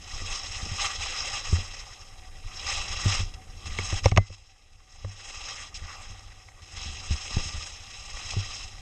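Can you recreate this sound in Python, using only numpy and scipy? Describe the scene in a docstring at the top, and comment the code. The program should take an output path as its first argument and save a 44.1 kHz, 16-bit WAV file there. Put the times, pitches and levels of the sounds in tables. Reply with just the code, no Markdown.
"""Rumbling air and the hiss of skis come first, and a low thump soon follows as a skier turns down a bumpy slope.
In each turn the edges break countless snow grains, whose hiss and crunch ring in a worn camera's plastic case.
Bumps make the skis knock and the camera mount thump; bindings clack, and edges or pole tips scuff the snow.
Hard jolts and clacks close together drive the camera's gain control down, and it recovers over several seconds."""
import sys
import numpy as np
from scipy import signal
from scipy.fft import rfft, irfft, next_fast_len
from scipy.io import wavfile
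from scipy.ndimage import uniform_filter1d

SR = 44100
rng = np.random.default_rng(int(sys.argv[2]) if len(sys.argv) > 2 else 0)


def unload_wav(signal):
    """Save mono or channel-first audio to the path in sys.argv[1] as 16-bit WAV at rate SR, clipped to [-1, 1]."""
    wavfile.write(
        sys.argv[1],
        SR,
        np.round(np.clip(np.atleast_2d(signal).T, -1, 1) * 32767).astype(np.int16),
    )


N = 388505
TIME = np.arange(N) / SR

# bumps in the slope: start_s, thump_db (of the mount), pitch_hz, t60_s (time to fade by 60 dB), knock_db (of the skis)
BUMP_EVENTS = [(0.216, -32.5, 87.5, 0.23, -42), (.627, -25, 78, 0.14, -46), (.716, -22.5, 91, 0.14, -55),
               (1.527, -9.5, 83.4, 0.16, -33), (1.584, -26.5, 89.7, 0.32, -43),
               (3.057, -11, 98.6, 0.21, -30), (3.202, -24, 95.3, 0.19, -43), (3.67, -28, 73, 0.33, -55),
               (3.789, -24.5, 92, 0.23, -29), (3.926, -20, 96, 0.16, -32), (4.058, 2, 97.7, 0.087, -8),
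               (4.119, -5, 95.5, .11, -21), (4.167, -5.5, 90, 0.064, -26), (4.178, 8.5, 99, 0.11, -1.5),
               (4.301, -21.5, 97.4, 0.2, -34), (5.046, -18.5, 98.6, 0.3, -30.5),
               (5.819, -28.5, 80, 0.3, -49), (6.099, -34, 94.7, 0.38, -57), (6.858, -27.5, 72.5, 0.42, -51),
               (7.108, -10.5, 73.6, 0.14, -39.5), (7.368, -2, 89, 0.024, -31),
               (7.457, -24, 82.6, 0.15, -58), (7.543, -26.5, 76.5, 0.25, -62), (8.367, -16, 98, .22, -36.5)]
# resonances and dips of the plastic case: pitch_hz, width_hz, height_db (above or below the broad spectrum)
CASE_RESONANCES = [(520, 240, 8.5), (792, 112, 11), (1199, 170, 9), (1928, 104, 10), (2106, 250, 5),
                   (2665, 280, 4.5), (3267, 200, 6), (3923, 230, 7), (4540, 310, -16.5), (5076, 530, 8.5),
                   (5504, 226, 7.5), (6060, 240, -5.5), (6428, 490, 11), (7690, 400, 5.5),
                   (8300, 290, -4.5)]
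# broad spectrum of fine snow grains: pitch_hz, relative level_db (per Hz)
HISS_SPECTRUM = [(500, -40), (1500, -38), (2600, 1), (3500, -4), (5200, -2), (7000, -7.5), (8200, -10),
                 (9200, -19), (10000, -82), (14000, -48)]
# broad spectrum of coarse snow grains: pitch_hz, relative level_db (per Hz)
CRUNCH_SPECTRUM = [(80, -13.5), (200, -14.5), (400, -9.5), (700, -5.5), (1100, 1), (1600, -0.5),
                   (2300, 0.5), (3300, -6), (4500, -19), (8000, -31.5)]


def from_db(db):
    """Turn decibels into a multiplier."""
    return 10 ** (np.asarray(db) / 20)


def rms_one(x):
    """Scale to an average strength (rms) of 1."""
    return x / np.sqrt(np.mean(x ** 2) + 1e-20)


def add(out, start_s, sound):
    """Mix a sound in at a given time."""
    start = round(start_s * SR)
    out[start:start + len(sound)] += sound[:N - start]


def swell(centre_s, half_length_s):
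    """A smooth rise and fall of height 1 around a moment."""
    return np.exp(-np.minimum(((TIME - centre_s) / half_length_s) ** 2, 50))


def drift(rate_hz):
    """Smooth random wandering with spread 1, made from slowed-down noise."""
    step = 20  # samples between the points that are joined up
    smoothing = np.exp(-2 * np.pi * step * rate_hz / SR)
    noise = rng.standard_normal(N // step + 2002)
    slow = signal.lfilter([1], [1, -2 * smoothing, smoothing ** 2], noise)
    slow = rms_one(slow[2000:])  # drop the filter's start-up
    return np.interp(np.arange(N) / step, np.arange(len(slow)), slow)


def coloured(x, spectrum, resonances=()):
    """Give a steady sound a broad spectrum with resonances on top; rms 1."""
    size = next_fast_len(N)
    hz = np.maximum(np.arange(size // 2 + 1) * SR / size, 1)
    points_hz, points_db = np.transpose(spectrum)
    level_db = np.interp(np.log(hz), np.log(points_hz), points_db)
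    for centre_hz, width_hz, height_db in resonances:
        level_db = level_db + height_db / (1 + (2 * (hz - centre_hz) / width_hz) ** 2)
    return rms_one(irfft(rfft(x, size) * from_db(level_db), size)[:N])


def grains(per_s, spread_db):
    """Clicks at random moments, like snapping snow crystals: most are small, a few large."""
    sizes = from_db(spread_db * np.minimum(rng.exponential(1, N), 5))
    signs = rng.choice([-1, 1], N)
    snaps = rng.random(N) < per_s / SR
    return sizes * signs * snaps


def resonant_noise(pitch_hz, width_hz):
    """Noise rung through one resonance; rms 1."""
    b, a = signal.iirpeak(pitch_hz, pitch_hz / width_hz, fs=SR)
    return rms_one(signal.lfilter(b, a, rng.standard_normal(N)))


def wind(whistle_hz=752, whistle_width_hz=10, whistle_db=-63):
    """Soft buffets of air over a rumble that surges at each bump, and a faint hollow note blown on the case."""
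    # air past the case, following the skier's speed: time_s, level_db
    air_levels = [(0, -40), (.65, -41.5), (1.4, -41), (2.1, -47.5), (2.6, -41.5), (3.0, -34.5),
                  (3.5, -40.5), (3.95, -38), (4.6, -45.5), (5.7, -38), (6.55, -45.5), (6.9, -35),
                  (7.55, -42), (7.9, -45), (8.4, -38), (8.81, -42)]
    # broad spectrum of the moving air: pitch_hz, relative level_db (per Hz)
    air_spectrum = [(5, -28.5), (22, 4), (45, -6), (70, -6), (95, -3), (130, -16), (200, -20.5),
                    (400, -25.5), (1000, -43), (4000, -85)]
    # gust level for a thump of 0 dB, dB of gust per dB of thump, and half length in s
    gust_db, gust_follows, gust_s = -25, 0.37, 0.036

    level_db = np.interp(TIME, *np.transpose(air_levels))
    low_pass = signal.butter(2, 70, fs=SR, output="sos")
    buffets = signal.sosfilt(low_pass, rms_one(grains(per_s=30, spread_db=2.2)))
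    flow = buffets + .45 * rng.standard_normal(N)

    # a bump jerks the case through the air
    gusts = 0
    for start_s, thump_db, *_ in BUMP_EVENTS:
        gusts = gusts + from_db(gust_db + gust_follows * thump_db) * swell(start_s + gust_s / 2, gust_s)
    rumble = np.hypot(from_db(level_db), gusts) * coloured(flow, air_spectrum)
    airspeed = np.sqrt(from_db(level_db - np.median(level_db)))
    whistle = from_db(whistle_db) * airspeed * resonant_noise(whistle_hz, whistle_width_hz)
    return rumble + whistle


def edging():
    """Hiss and crunch in dB: each turn builds, holds and fades, while the terrain varies the load on the edges."""
    # turns: set_s (edges fully set), let_go_s, build_s, fade_s, hiss_db (before skid's lift), crunch_db
    turn_events = [(0.153, 0.76, 0.23, .3, -41, -46.5), (0.79, 1.45, 0.36, 0.65, -37, -41.5),
                   (2.658, 3.196, 0.28, 0.11, -38.5, -43), (3.815, 4.06, .28, 0.64, -38, -42.5),
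                   (5.267, 5.648, 0.52, 0.09, -38, -42), (5.86, 6, 0.27, 0.66, -43.5, -44),
                   (6.77, 7.643, 0.17, 0.46, -39.5, -45.5), (8.21, 8.55, 1, 0.36, -39.5, -46)]
    # humps load the skis, hollows unweight them: centre_s, change_db (of the scrape), half_length_s
    terrain_events = [(0.333, 5, 0.062), (0.843, 6, 0.049), (0.981, -8, 0.017), (1.36, 2.5, .03),
                      (1.421, -7.5, 0.022), (2.726, 5.5, 0.058), (3.12, 6.5, 0.082), (4.018, -14, 0.018),
                      (4.135, -13, .035), (5.493, 4.5, 0.032), (5.91, 4, .03), (7.04, -1.5, .06),
                      (7.365, 3.5, 0.056), (7.84, 0.5, .06)]
    swing_db = 20  # rise over one build-up, fall over one fade
    flat_hiss_db, flat_crunch_db = -62.5, -59.5  # skis running flat between turns

    turn_hiss, turn_crunch = 0, 0
    for set_s, let_go_s, build_s, fade_s, hiss_db, crunch_db in turn_events:
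        outside = np.maximum((set_s - TIME) / build_s, (TIME - let_go_s) / fade_s)
        grip = from_db(-swing_db * np.maximum(outside, 0))
        turn_hiss = np.maximum(turn_hiss, from_db(hiss_db) * grip)
        turn_crunch = np.maximum(turn_crunch, from_db(crunch_db) * grip)
    load_db = sum(change_db * swell(s, half_s) for s, change_db, half_s in terrain_events)
    load = from_db(load_db)
    hiss_power = from_db(flat_hiss_db) ** 2 + (load * turn_hiss) ** 2
    crunch_power = from_db(flat_crunch_db) ** 2 + (load * turn_crunch) ** 2
    return 10 * np.log10(hiss_power), 10 * np.log10(crunch_power)


def patchy(x, depth_db, rate_hz):
    """Crystals of different sizes break in separate clumps, so each pitch range flutters on its own."""
    size = next_fast_len(N)
    hz = np.arange(size // 2 + 1) * SR / size
    centres_hz = np.geomspace(500, 8000, 8)
    spectrum, out = rfft(x, size), 0
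    for band in np.eye(len(centres_hz)):
        share = np.interp(hz, centres_hz, band)  # overlapping triangles split up the pitches
        band_sound = irfft(spectrum * share, size)[:N]
        out = out + band_sound * from_db(depth_db * drift(rate_hz))
    return out


def skid(edge_db, packed_db, chatter_db=1.5, chatter_hz=40, hiss_lift_db=1.5, glide_db=-57.0, glide_follow=0.057):
    """The edges grip and slip, so hiss and crunch swell together; the flat bases add a smooth, bright glide."""
    # broad spectrum of the gliding bases: pitch_hz, relative level_db (per Hz)
    glide_spectrum = [(600, 0.5), (2500, -8.5), (7000, -2.5), (9300, -1.5), (10300, -14), (14000, -21.5)]
    grip = from_db(chatter_db * drift(chatter_hz))
    fine = patchy(grains(per_s=24000, spread_db=2.5), depth_db=2.15, rate_hz=20) * grip
    coarse = patchy(grains(per_s=8000, spread_db=2.0), depth_db=3.0, rate_hz=27.4) * grip
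    hiss = from_db(edge_db + hiss_lift_db) * coloured(fine, HISS_SPECTRUM, CASE_RESONANCES)
    crunch = from_db(packed_db) * coloured(coarse, CRUNCH_SPECTRUM, CASE_RESONANCES)
    glide = coloured(rng.standard_normal(N), glide_spectrum, CASE_RESONANCES)
    return hiss + crunch + from_db(glide_db + glide_follow * edge_db) * glide


def edge_ring(packed_db, ring_hz=1178, width_hz=55, ring_db=-8, flare_db=5.0, flare_hz=14,
              hard_bite_db=-40, growth=1.72):
    """When an edge bites hard, one resonance flares up in short spells."""
    # the ring grows faster than the crunch: growth is dB of ring per dB of crunch
    level_db = hard_bite_db + growth * (packed_db - hard_bite_db) + ring_db
    flares_db = flare_db * np.tanh(drift(flare_hz))
    return from_db(level_db + flares_db) * resonant_noise(ring_hz, width_hz)


def bumps(overtone_hz=199, overtone_db=-22, overtone_stretch=0.78):
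    """Each jolt sets the camera swinging on its mount: a low, dying note with a weak overtone."""
    out, t = np.zeros(N), TIME[:SR // 2]
    attack = 1 - np.exp(-t / .0013)
    for start_s, thump_db, pitch_hz, t60_s, _ in BUMP_EVENTS:
        decay_db = -60 * t / t60_s
        swing = from_db(decay_db) * np.sin(2 * np.pi * pitch_hz * t)
        overtone_level = from_db(overtone_db + decay_db / overtone_stretch)  # dies sooner
        overtone = overtone_level * np.sin(2 * np.pi * overtone_hz * t)
        add(out, start_s, from_db(thump_db) * attack * (swing - overtone))
    return out


def contacts():
    """Every blow as (start_s, level_db, contact_hz): bump knocks, duller when softer, then separate taps and clacks."""
    # taps and clacks of skis and bindings, soft or hard: start_s, level_db (over about 10 ms),
    # pitch_hz (most strongly excited)
    clack_events = [(.661, -38.5, 300), (3.787, -27, 2340), (3.924, -39, 2000), (4.058, -19, 4500),
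                    (4.115, -27.5, 3050), (4.163, -26, 3000), (4.174, -5, 1950), (4.176, -18, 5450),
                    (5.047, -37.5, 1100), (6.486, -44.5, 1280), (7.307, -41, 378), (8.334, -37.5, 785)]
    full_knock_hz, db_per_octave = 650, 37  # pitch of a 0 dB knock; each 37 dB softer halves it
    blows = []
    for start_s, _, _, _, knock_db in BUMP_EVENTS:
        blows.append((start_s, knock_db, full_knock_hz * 2 ** (knock_db / db_per_octave)))
    return blows + list(clack_events)


def knocks(rattle=0.017, rattle_s=0.005, vary_db=5.0, spread_octaves=0.71, crack_s=0.0039, crack_width=1.8):
    """A blow and a brief rattle ring the ski, while crushed snow adds a dense crack around the contact pitch."""
    # ring of ski and binding: pitch_hz, level_db, t60_s (time to fade by 60 dB)
    ski_modes = [(190, -3, .04), (240, -5, .04), (320, -5, .028), (410, -6, .022), (540, -4, .028),
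                 (660, -7, .016), (775, 1, .025), (960, -2, .016), (1170, 2, .025), (1400, -10, .014),
                 (1900, -2, .012), (2200, -2, .02), (2600, -3, .012), (2950, -8, .008), (3800, -11, .005),
                 (5560, -2, .015), (6430, -3, .013), (1830, -27, .13), (2050, -33, .22)]
    out, t = np.zeros(N), TIME[:SR // 4]
    hz, mode_db, t60_s = np.transpose(ski_modes)
    fading = from_db(mode_db[:, None] - 60 * t / t60_s[:, None])
    modes = fading * np.sin(2 * np.pi * hz[:, None] * t)
    signs = (-1) ** np.arange(len(hz))
    for start_s, level_db, contact_hz in contacts():
        force = rattle * rng.standard_normal(len(t)) * np.exp(-t / rattle_s)
        force[0] += 1  # the blow itself
        # modes near the contact pitch ring most, each with some chance in its strength
        nearness = 1 / (1 + (np.log2(hz / contact_hz) / spread_octaves) ** 2)
        strength = from_db(vary_db * rng.standard_normal(len(hz))) * nearness
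        ring = signal.fftconvolve(force, (signs * strength) @ modes)[:len(t)]
        ring = ring / np.sqrt(np.mean(ring[:SR // 100] ** 2))  # rms 1 over the first 10 ms
        edges_hz = [contact_hz / crack_width, min(contact_hz * crack_width, SR / 3)]
        band = signal.butter(2, edges_hz, "band", fs=SR, output="sos")
        crack = rms_one(signal.sosfilt(band, rng.standard_normal(len(t)))) * np.exp(-t / crack_s)
        add(out, start_s, from_db(level_db) * (ring + crack) / np.sqrt(2))
    # the case keeps out the highest treble
    return signal.sosfilt(signal.butter(8, 7800, fs=SR, output="sos"), out)


def scuffs(rise_s=0.00093, fall_s=0.0013):
    """An edge or pole tip cuts briefly into the crust and throws a dense spray of fine or coarse grains."""
    # scuffs: start_s, level_db, length_s, coarseness (0 fine to 1 coarse)
    scuff_events = [(1.552, -38, 0.018, 0.7), (3.338, -42, 0.011, 0.6), (3.657, -39.5, 0.023, 0.12),
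                    (4.04, -33, 0.057, 0.3), (4.268, -39.5, 0.018, 0.03), (4.324, -37.5, 0.027, .1),
                    (4.728, -49.5, 0.0081, 0), (4.795, -54, 0.0028, 0), (5.743, -33.5, 0.033, 0.02),
                    (6.193, -42, 0.0055, 0.4), (6.619, -48, 0.029, .1), (7.105, -35.5, 0.038, 0.02),
                    (8.163, -44, 0.011, 1), (8.305, -31, 0.0079, 0)]
    fine = coloured(grains(per_s=15000, spread_db=1.5), HISS_SPECTRUM, CASE_RESONANCES)
    coarse = coloured(grains(per_s=8700, spread_db=8.0), CRUNCH_SPECTRUM, CASE_RESONANCES)
    out, t = np.zeros(N), TIME[:SR // 8]
    for k, (start_s, level_db, length_s, coarseness) in enumerate(scuff_events):
        part = slice(k * len(t), (k + 1) * len(t))  # fresh grains for each scuff
        share = np.clip(coarseness, 0, 1)
        spray = np.sqrt(1 - share) * fine[part] + np.sqrt(share) * coarse[part]
        envelope = np.minimum(t / rise_s, 1) * np.exp(-np.maximum(t - length_s, 0) / fall_s)
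        add(out, start_s, from_db(level_db) * envelope * spray)
    return out


def scene(self_noise_db=-72):
    """All sources over the microphone's own hiss."""
    edge_db, packed_db = edging()
    snow = skid(edge_db, packed_db) + edge_ring(packed_db)
    blows = bumps() + knocks() + scuffs()
    self_noise = from_db(self_noise_db) * rng.standard_normal(N)
    return (wind() + snow + blows + self_noise)[None]


def gain_control(x, threshold_db=-10.5, recovery_s=1.85):
    """Sound above the threshold turns the gain down at once; it creeps back slowly."""
    power = uniform_filter1d(x ** 2, SR // 100)  # averaged over 10 ms
    level_db = 10 * np.log10(np.maximum(power, 1e-12))
    recovery = np.exp(-TIME / recovery_s)
    excess_db = np.maximum(level_db - threshold_db, 0)
    # the running maximum holds the deepest cut so far, which fades by the recovery curve
    cut_db = np.maximum.accumulate(excess_db / recovery, axis=-1) * recovery
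    return x * from_db(-cut_db)


def record(dry):
    """The gain control acts, the highest peaks are rounded and the top treble is cut."""
    top, cutoff_hz = .9, 14900
    rounded = top * np.tanh(gain_control(dry) / top)
    return signal.sosfilt(signal.cheby2(12, 70, cutoff_hz, fs=SR, output="sos"), rounded)


dry = scene()
out = record(dry)
unload_wav(out)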